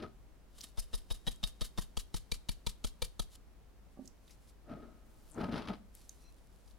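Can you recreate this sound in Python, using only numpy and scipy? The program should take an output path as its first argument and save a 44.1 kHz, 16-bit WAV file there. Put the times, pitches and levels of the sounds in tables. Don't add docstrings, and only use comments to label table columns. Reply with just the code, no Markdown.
import sys
import numpy as np
from scipy import signal
from scipy.fft import rfft, irfft
from scipy.io import wavfile

SR = 44100
rng = np.random.default_rng(int(sys.argv[2]) if len(sys.argv) > 2 else 0)


def store_wav(level_fs):
    pcm = np.round(np.clip(np.atleast_2d(level_fs), -1, 1) * 32767)
    wavfile.write(sys.argv[1], SR, pcm.T.astype(np.int16))


N = 299042
TIME = np.arange(N) / SR
SHORT = TIME[:SR // 5]

# frequency in Hz, relative level in dB.
AIR_SPECTRUM = [(12, -17), (22, 0.5), (29, -4), (65, -7), (110, -16), (250, -19.5), (450, -23.5),
                (750, -27.5), (1600, -34.5), (4200, -41), (16000, -47.5)]
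# frequency in Hz, correlation from 0 to 1.
AIR_LIKENESS = [(30, 0), (60, 0), (130, 0.43), (640, 0.36), (1400, 0.49), (3100, 0.23), (15000, 0.13)]
# frequency in Hz, t60 in s.
KITCHEN_DECAY = [(100, 0.66), (1000, 0.24), (4000, 0.3), (15000, 0.18)]

# landing in s, relative thump and
# patter level in dB, thump pitch in Hz, relative crunch level in dB, settling time in s.
CLUMP_FALLS = [(0.0, -46, 330, -51.5, 0.0088), (0.031, -40.5, 356, -52.5, 0.025),
               (4.696, -46.5, 302, -68, 0.06), (4.711, -46, 240, -66.5, 0.1),
               (4.831, -53.5, 266, -76, 0.071), (5.383, -36.5, 313, -63, 0.02),
               (5.411, -35, 225, -50, .022), (5.438, -35.5, 180, -52, 0.03), (5.493, -37, 210, -57, 0.0089),
               (5.529, -36.5, 165, -48, 0.066), (5.569, -40.5, 222, -45.5, 0.052),
               (5.686, -52, 290, -44, 0.005), (5.7, -36.5, 196, -50.5, 0.022),
               (5.739, -49, 223, -52, 0.016)]
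# frequency in Hz, relative level in dB.
THUMP_SPECTRUM = [(30, -22), (115, -12), (155, 0), (250, 10), (380, -3.5), (500, -8), (1000, -14),
                  (1600, -22), (2300, -29), (5000, -42)]
# frequency in Hz, relative level in dB.
CRUNCH_SPECTRUM = [(400, -13), (1200, 5.5), (2000, -3), (3500, -4), (5300, -9.5), (7500, -30.5),
                   (10000, -21), (16000, -53)]
# frequency in Hz, t60 in s,
# relative level in dB before the heavy fall, the same from the heavy fall on.
LANDING_MODES = [(163, .05, -21, -10), (234, 0.056, -6.5, -4), (302, 0.017, -6, -24),
                 (433, 0.021, -9, -10.5), (618, 0.038, -5.5, -12), (690, 0.022, -23, -14.5),
                 (856, 0.025, -46, -11.5), (1267, 0.048, -9, -12.5), (1377, 0.037, -28, -24)]

# centre in s, relative level in dB, half length in s.
MESH_SHIFTS = [(0.585, -57, 0.0033), (0.629, -58.5, 0.048), (0.641, -48.5, 0.0048), (3.334, -62, 0.017),
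               (3.357, -58, 0.003)]
# frequency in Hz, relative level in dB.
MESH_SPECTRUM = [(300, -31.5), (1000, -0.5), (2200, -5.5), (3200, 6.5), (4200, 8.5), (6000, 4), (10000, 3),
                 (13000, -4), (16000, -13)]
# start in s, relative level in dB, pitch in Hz,
# left-right balance in dB, fall time in s.
SMALL_TICKS = [(0.6088, -38, 4630, 4, 0.0015), (0.613, -40.5, 5040, -10, 0.0014),
               (1.36, -52, 8000, 2, 0.0011), (4.0565, -61, 6600, -14, 0.0035),
               (4.076, -50, 6450, -11, 0.0034), (4.2786, -62.5, 3850, -3, 0.0057),
               (4.295, -66.5, 2170, 0, .02), (4.307, -60, 5300, 4, 0.014), (5.9512, -43, 9700, 3, 0.0011),
               (6.0934, -40.5, 6470, -6, 0.0021), (6.6777, -62, 4640, 4, 0.0027),
               (6.71, -62, 4230, 5, 0.003)]
# start in s, relative rattle level in dB, time to its crest in s, then
# relative levels in dB of the clack, the dull knock of the frame and the slide of the heap.
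SIEVE_KNOCKS = [(0.774, -45.5, 0.012, -33, -44.5, -59.5), (0.931, -43, .011, -39, -45, -58),
                (1.103, -41.5, .01, -41, -43.5, -56.5), (1.267, -38, .011, -24, -36, -54),
                (1.430, -38.5, 0.0092, -7.5, -40, -48.5), (1.609, -37, 0.0084, -18, -41, -45),
                (1.776, -39, 0.0097, -26, -35.5, -48.5), (1.969, -35.5, .0047, -12, -37, -48),
                (2.142, -36.5, 0.0038, -26, -34, -45.5), (2.316, -32.5, .0044, -6.5, -42.5, -49),
                (2.487, -34.5, .005, -10, -40, -52), (2.665, -31.5, .005, -31, -38.5, -49),
                (2.841, -35.5, 0.0054, -15, -39, -48), (3.019, -32, 0.0047, -10, -40.5, -46.5),
                (3.194, -33, 0.0043, -34, -35.5, -53.5)]
# frequency in Hz, t60 in s, relative level in dB in the first seven knocks,
# relative level in dB in the last eight.
SIEVE_MODES = [(190, 0.076, -24, -8.5), (274, 0.023, -5.5, -16.5), (484, 0.04, -12, -10.5),
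               (653, 0.053, -8, -17.5), (932, 0.036, -22, -14.5), (1286, 0.023, -8.5, -9.5),
               (1862, 0.049, -12.5, -23), (2337, 0.028, -15.5, -8.5), (3260, 0.045, -25, -31),
               (3265, 0.013, 1.5, -3), (3826, 0.062, -8, -24), (3776, 0.038, 0.5, -13),
               (4076, 0.022, -5.5, -14), (4600, 0.038, -14, -12), (5150, 0.028, -7.5, -56)]
# frequency in Hz, relative level in dB.
RATTLE_SPECTRUM = [(400, -30.5), (1500, -8), (2700, 2.5), (3600, 15.5), (5000, 7), (7000, 2.5),
                   (10000, -0.5), (13000, -9.5), (16000, -14)]
# frequency in Hz, relative level in dB.
BODY_SPECTRUM = [(60, -10.5), (100, -1), (150, 8.5), (250, 1), (400, -10), (640, -7.5), (1000, -4.5),
                 (1450, -14.5), (2000, -19), (4000, -52.5)]
# time in s, relative level in dB.
THROWN_LEVEL = [(.78, -44), (1.43, -52.5), (1.78, -51), (2.2, -46.5), (3.2, -46)]
# frequency in Hz, relative level in dB.
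SPRAY_SPECTRUM = [(1000, -16), (3000, -9), (5000, 6), (7500, -3.5), (10000, 4.5), (13000, -5.5),
                  (16000, -24)]
# frequency in Hz, t60 in s, signed share left, share right.
COUNTER_MODES = [(21.6, 0.28, 0.19, -0.3), (34.4, 0.16, 0.9, -0.16), (81, 0.084, 0.21, -0.53)]

# peak in s, relative level in dB, rise time in s, fall time in s.
GLOVE_RUBS = [(3.93, -74.5, .015, 0.011), (4.06, -73.5, 0.049, .03), (4.31, -68, 0.054, 0.027),
              (4.499, -65.5, 0.052, 0.0078), (5.25, -74.5, 0.26, 0.4), (5.955, -68.5, 0.011, 0.29),
              (6.70, -77, .12, 0.047)]
# frequency in Hz, relative level in dB.
GLOVE_SPECTRUM = [(800, -11), (2500, 3), (4500, 8.5), (6500, 6.5), (10500, 7), (13000, 1), (16000, -14)]
# start in s, relative level in dB, contact time in s.
DISH_BUMPS = [(3.973, -26.5, 0.0011), (3.990, -16.5, 0.0021), (3.994, -20, 0.0014), (4.021, -26, 0.002),
              (4.046, -25.5, 0.002)]
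# frequency in Hz, relative level in dB, t60 in s.
DISH_MODES = [(223.4, -10, 0.11), (262.7, -4.5, 0.13), (370, -8, 0.042), (596, -8.5, 0.023),
              (760, -11, 0.051), (1160, -7, 0.049)]
# time in s, relative level in dB, centre in Hz.
DISH_SLIP = [(5.05, -87, 14900), (5.15, -85, 14300), (5.281, -83, 13300), (5.315, -63, 8900),
             (5.345, -72.5, 7600), (5.38, -97, 6500)]
# frequency in Hz, relative level in dB, t60 in s.
SQUEAK_MODES = [(2640, -80, .05), (4097, -75, 0.074), (5790, -77, 0.059)]

RING_CHANGE_S = 1.92
HEAVY_FROM_S = 5.2


def gain_of(db):
    return 10 ** (np.asarray(db) / 20)


def evened(x):
    return x / np.sqrt(np.mean(x ** 2) + 1e-20)


def read(points, hz):
    f, value = np.transpose(points)
    return np.interp(np.log(hz + 1), np.log(f + 1), value)


def level(s, db):
    return gain_of(np.interp(TIME, s, db)) * (TIME >= s[0]) * (TIME <= s[-1])


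def burst(s, fall):
    return (SHORT >= s) * np.exp(-abs(SHORT - s) / fall)


def swell(t, s, half):
    return np.exp(-.5 * np.minimum(((t - s) / half) ** 2, 100))


def stroke(s, rise, fall):
    return np.exp(-np.minimum(np.maximum((s - TIME) / rise, (TIME - s) / fall), 30))


def half_wave_push(contact):
    pulse = np.sin(np.pi * np.clip(SHORT / contact, 0, 1)) ** 2
    return pulse / pulse.sum()


def colour(x, points, size=4096):
    log_gain = np.log(gain_of(read(points, abs(np.fft.fftfreq(size, 1 / SR)))))
    taps = np.fft.ifft(np.exp(np.conj(signal.hilbert(log_gain)))).real
    return signal.oaconvolve(x, taps / np.linalg.norm(taps))[:len(x)]


def decaying_sine(hz, t60):
    return np.sin(2 * np.pi * hz * SHORT) * np.exp(-np.log(1000) * SHORT / t60)


def ring(x, modes):
    response = np.zeros(len(SHORT))
    for hz, db, t60 in modes:
        tone = decaying_sine(hz, t60)
        response += gain_of(db) * tone / np.linalg.norm(tone)
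    return signal.oaconvolve(x, response)[:len(x)]


def ring_changing(x, modes, change):
    hz, t60, before_db, after_db = np.transpose(modes)
    before = ring(x * (TIME < change), zip(hz, before_db, t60))
    after = ring(x * (TIME >= change), zip(hz, after_db, t60))
    return before + after


def grains(per_s, spread_db, size=N):
    strength = gain_of(spread_db * np.minimum(rng.exponential(1, size), 3))
    return evened(strength * rng.choice([-1, 1], size) * (rng.random(size) < per_s / SR))


def clumping(depth_db, rate_hz, size=N):
    wander = evened(signal.lfilter(*signal.butter(2, rate_hz, fs=SR), rng.standard_normal(size)))
    return evened(gain_of(depth_db * np.clip(wander, -2, 2)))


def high_pass(x, hz, order=2):
    return signal.lfilter(*signal.butter(order, hz, 'high', fs=SR), x)


def add(mix, s, sound):
    part = mix[..., round(s * SR):][..., :sound.shape[-1]]
    part += sound[..., :part.shape[-1]]


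def place(x, pan_db):
    return x * gain_of([[pan_db / 2], [-pan_db / 2]])


def spread(x, pan_db, width, corner_hz, size=160, lowest_hz=500):
    taps = rng.standard_normal(size) * np.exp(-np.linspace(0, 2, size)) * (np.arange(size) > size // 8)
    side = signal.oaconvolve(x, taps / np.linalg.norm(taps))[:N]
    middle = high_pass(side, min(lowest_hz, SR / 3))
    treble = high_pass(side, min(corner_hz, SR / 3))
    return place(x, pan_db) + np.array([[1], [-1]]) * (width * middle + treble)


def room_tone(air_db=-63):
    hz = np.fft.rfftfreq(N, 1 / SR)
    a, b = rfft(rng.standard_normal((2, N)))
    same = np.clip(read(AIR_LIKENESS, hz), -1, 1)
    right = same * a + np.sqrt(1 - same ** 2) * b
    air = irfft(np.array([a, right]) * gain_of(read(AIR_SPECTRUM, hz)), N)
    return gain_of(air_db) * air / air.mean(0).std()


def hum(hz=50.5, rms_db=-64):
    return place(gain_of(rms_db) * np.sqrt(2) * np.sin(2 * np.pi * hz * TIME), pan_db=4.0)


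def landing_clumps(soft_db=-7.0, ring_db=-5.0, thin_db=-7, lump_db=8, dust_db=-69.5):
    forerun_s = 0.017
    crunch_share = 0.95
    lump_cycles = 2.13
    lumps, crunch_power = np.zeros((2, N))
    patter_power = (gain_of(dust_db) * swell(TIME, s=5.17, half=0.28)) ** 2
    for s, db, hz, crunch_db, settle in CLUMP_FALLS:
        soft_onset = 1 - burst(0, 1 / (2 * hz))
        thump = np.sin(2 * np.pi * hz * SHORT) * burst(0, lump_cycles / hz) * soft_onset
        add(lumps, s, gain_of(db + lump_db) * thump)
        patter_power += (gain_of(db) * stroke(s, forerun_s, settle)) ** 2
        crunch_power += (gain_of(crunch_db) * stroke(s, rise=0.01, fall=crunch_share * settle)) ** 2
    patter = np.sqrt(patter_power) * grains(per_s=2700, spread_db=1.0)
    weight = gain_of(soft_db + thin_db * (TIME < HEAVY_FROM_S))
    ringing = gain_of(ring_db) * ring_changing(patter, LANDING_MODES, HEAVY_FROM_S)
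    dull = colour(weight * patter, THUMP_SPECTRUM) + ringing
    packing = np.sqrt(crunch_power) * clumping(depth_db=4.5, rate_hz=190) * grains(per_s=8200, spread_db=3.5)
    crisp = colour(packing, CRUNCH_SPECTRUM)
    return spread(dull + lumps + crisp, pan_db=3.0, width=0.33, corner_hz=10900)


def sliding(ring_db=-15, scrape_db=-1.54, heap_db=3):
    wait_s, lag = 0.014, 3.32
    rise_s, fall_s = 0.0084, 0.01
    trickle_db, trickle_db_per_s, trickle_fall_s = -64.5, -2.5, 0.099
    flow = np.zeros(N)
    for s, _, crest, *_, slide_db in SIEVE_KNOCKS:
        flow += gain_of(slide_db + heap_db) * stroke(s + wait_s + lag * crest, rise_s, fall_s)
        powder_db = trickle_db + trickle_db_per_s * (s - SIEVE_KNOCKS[0][0])
        flow += gain_of(powder_db) * stroke(s, crest, trickle_fall_s)
    for s, db, half in MESH_SHIFTS:
        flow += gain_of(db) * swell(TIME, s, half)
    scrape = flow * grains(per_s=11000, spread_db=5.0) * clumping(depth_db=1.5, rate_hz=160)
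    wires = gain_of(scrape_db) * colour(scrape, MESH_SPECTRUM)
    wires += gain_of(ring_db) * ring_changing(scrape, SIEVE_MODES, RING_CHANGE_S)
    return spread(wires, pan_db=1.0, width=0.25, corner_hz=9000)


def ticks(skirt_db=-23):
    out = np.zeros((2, N))
    for s, db, hz, pan_db, fall in SMALL_TICKS:
        shape = [(hz / 4, 2 * skirt_db), (hz / 2, skirt_db), (hz, 0), (hz * 2, skirt_db)]
        noise = gain_of(db) * burst(0, fall) * rng.standard_normal(len(SHORT))
        add(out, s, place(colour(noise, shape), pan_db))
    return out


def sieve(first_touch=0.53, linger=0.65, ring_db=-8, buzz_db=-2.5, body_db=-3, crack_db=-8,
          touch_db=8, grip_db=6.5, detune=0.012, spray_lag=1.98):
    out, size = np.zeros(N), len(SHORT)
    hz, t60, early_db, late_db = np.transpose(SIEVE_MODES)
    for s, rattle_db, crest, clack_db, frame_db, _ in SIEVE_KNOCKS:
        climb = (SHORT < crest) * (first_touch + (1 - first_touch) * (SHORT / crest) ** 2)
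        press = climb + burst(crest, linger * crest)
        chatter = gain_of(rattle_db) * press * grains(per_s=5500, spread_db=2.5, size=size)
        chatter *= clumping(depth_db=0.5, rate_hz=430, size=size)
        clack = np.zeros(size)
        clack[0] = gain_of(rattle_db + touch_db)
        clack[round(crest * SR)] = gain_of(clack_db)
        mode_db = (early_db if s < RING_CHANGE_S else late_db) + grip_db * rng.uniform(-0.78, 1, len(hz))
        modes = zip(hz * (1 + detune * rng.standard_normal(len(hz))), mode_db, t60)
        bright = high_pass(clack, 3000, order=1)
        buzz = gain_of(buzz_db) * colour(chatter + gain_of(crack_db) * clack, RATTLE_SPECTRUM)
        steel = buzz + gain_of(ring_db) * ring(chatter + bright, modes)
        dull = gain_of(frame_db + body_db) * press * grains(per_s=4000, spread_db=2.5, size=size)
        thrown = gain_of(np.interp(s, *np.transpose(THROWN_LEVEL))) * swell(SHORT, spray_lag * crest, crest / 2)
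        thrown *= grains(per_s=5100, spread_db=0.0, size=size)
        add(out, s, steel + colour(dull, BODY_SPECTRUM) + colour(thrown, SPRAY_SPECTRUM))
    return spread(out, pan_db=2.5, width=0.33, corner_hz=8900)


def thuds(contact=1.49):
    usual_crest_s, push_db, db_per_doubling = 0.007, -23.5, 2
    push = np.zeros(N)
    for s, _, crest, *_ in SIEVE_KNOCKS:
        db = push_db + db_per_doubling * np.log2(crest / usual_crest_s)
        add(push, s, gain_of(db) * half_wave_push(contact * crest))
    sway = np.zeros((2, len(SHORT)))
    for hz, t60, left, right in COUNTER_MODES:
        sway += np.array([[left], [right]]) * decaying_sine(hz, t60)
    return signal.oaconvolve(push[None], sway, axes=1)[:, :N]


def glove(stir_db=-82):
    pressure = sum(gain_of(db) * stroke(s, rise, fall) for s, db, rise, fall in GLOVE_RUBS)
    rub = pressure * grains(per_s=4000, spread_db=4) * clumping(depth_db=2.5, rate_hz=15)
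    crumbs = gain_of(stir_db) * swell(TIME, s=6.4, half=0.28) * grains(per_s=90, spread_db=4)
    return spread(colour(rub + crumbs, GLOVE_SPECTRUM), pan_db=0.2, width=0.51, corner_hz=10100)


def dish(slip_width_hz=2600):
    blows = np.zeros(N)
    for s, db, contact in DISH_BUMPS:
        add(blows, s, gain_of(db) * half_wave_push(contact))
    bump = high_pass(ring(blows, DISH_MODES), 170)
    s, db, hz = np.transpose(DISH_SLIP)
    hiss = evened(signal.lfilter(*signal.butter(2, slip_width_hz / 2, fs=SR), rng.standard_normal(N)))
    carrier = np.sqrt(2) * np.cos(2 * np.pi * np.cumsum(np.interp(TIME, s, hz)) / SR)
    swish = level(s, db) * clumping(depth_db=7.5, rate_hz=130) * hiss * carrier
    return place(bump, pan_db=-7.0) + spread(swish, pan_db=15, width=.3, corner_hz=12000)


def squeak():
    slips = swell(TIME, s=6.26, half=0.038) * grains(per_s=2700, spread_db=2.0)
    return place(ring(slips, SQUEAK_MODES), pan_db=3.0)


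def kitchen(x, size=256):
    late_noise = rng.standard_normal((2, SR // 2)) * (TIME[:SR // 2] > .006)
    hz, t, z = signal.stft(late_noise, SR, nperseg=size)
    decay = np.exp(-np.log(1000) * t / read(KITCHEN_DECAY, hz)[:, None])
    tail = signal.istft(z * decay, SR, nperseg=size)[1]
    return signal.oaconvolve(x, tail / np.linalg.norm(tail[0]), axes=1)[:, :N]


def scene(knock_room_db=-17, handling_room_db=-15):
    handling = landing_clumps() + ticks() + glove() + dish() + squeak()
    sifting = sliding() + sieve()
    echo = kitchen(gain_of(knock_room_db) * sifting + gain_of(handling_room_db) * handling)
    return room_tone() + hum() + handling + sifting + thuds() + echo


def record(dry, edge_hz=16100):
    low_pass = signal.firwin(511, edge_hz, window=("kaiser", 9), fs=SR)
    return signal.oaconvolve(dry, low_pass[None], "same", axes=1)


dry = scene()
out = record(dry)
store_wav(out)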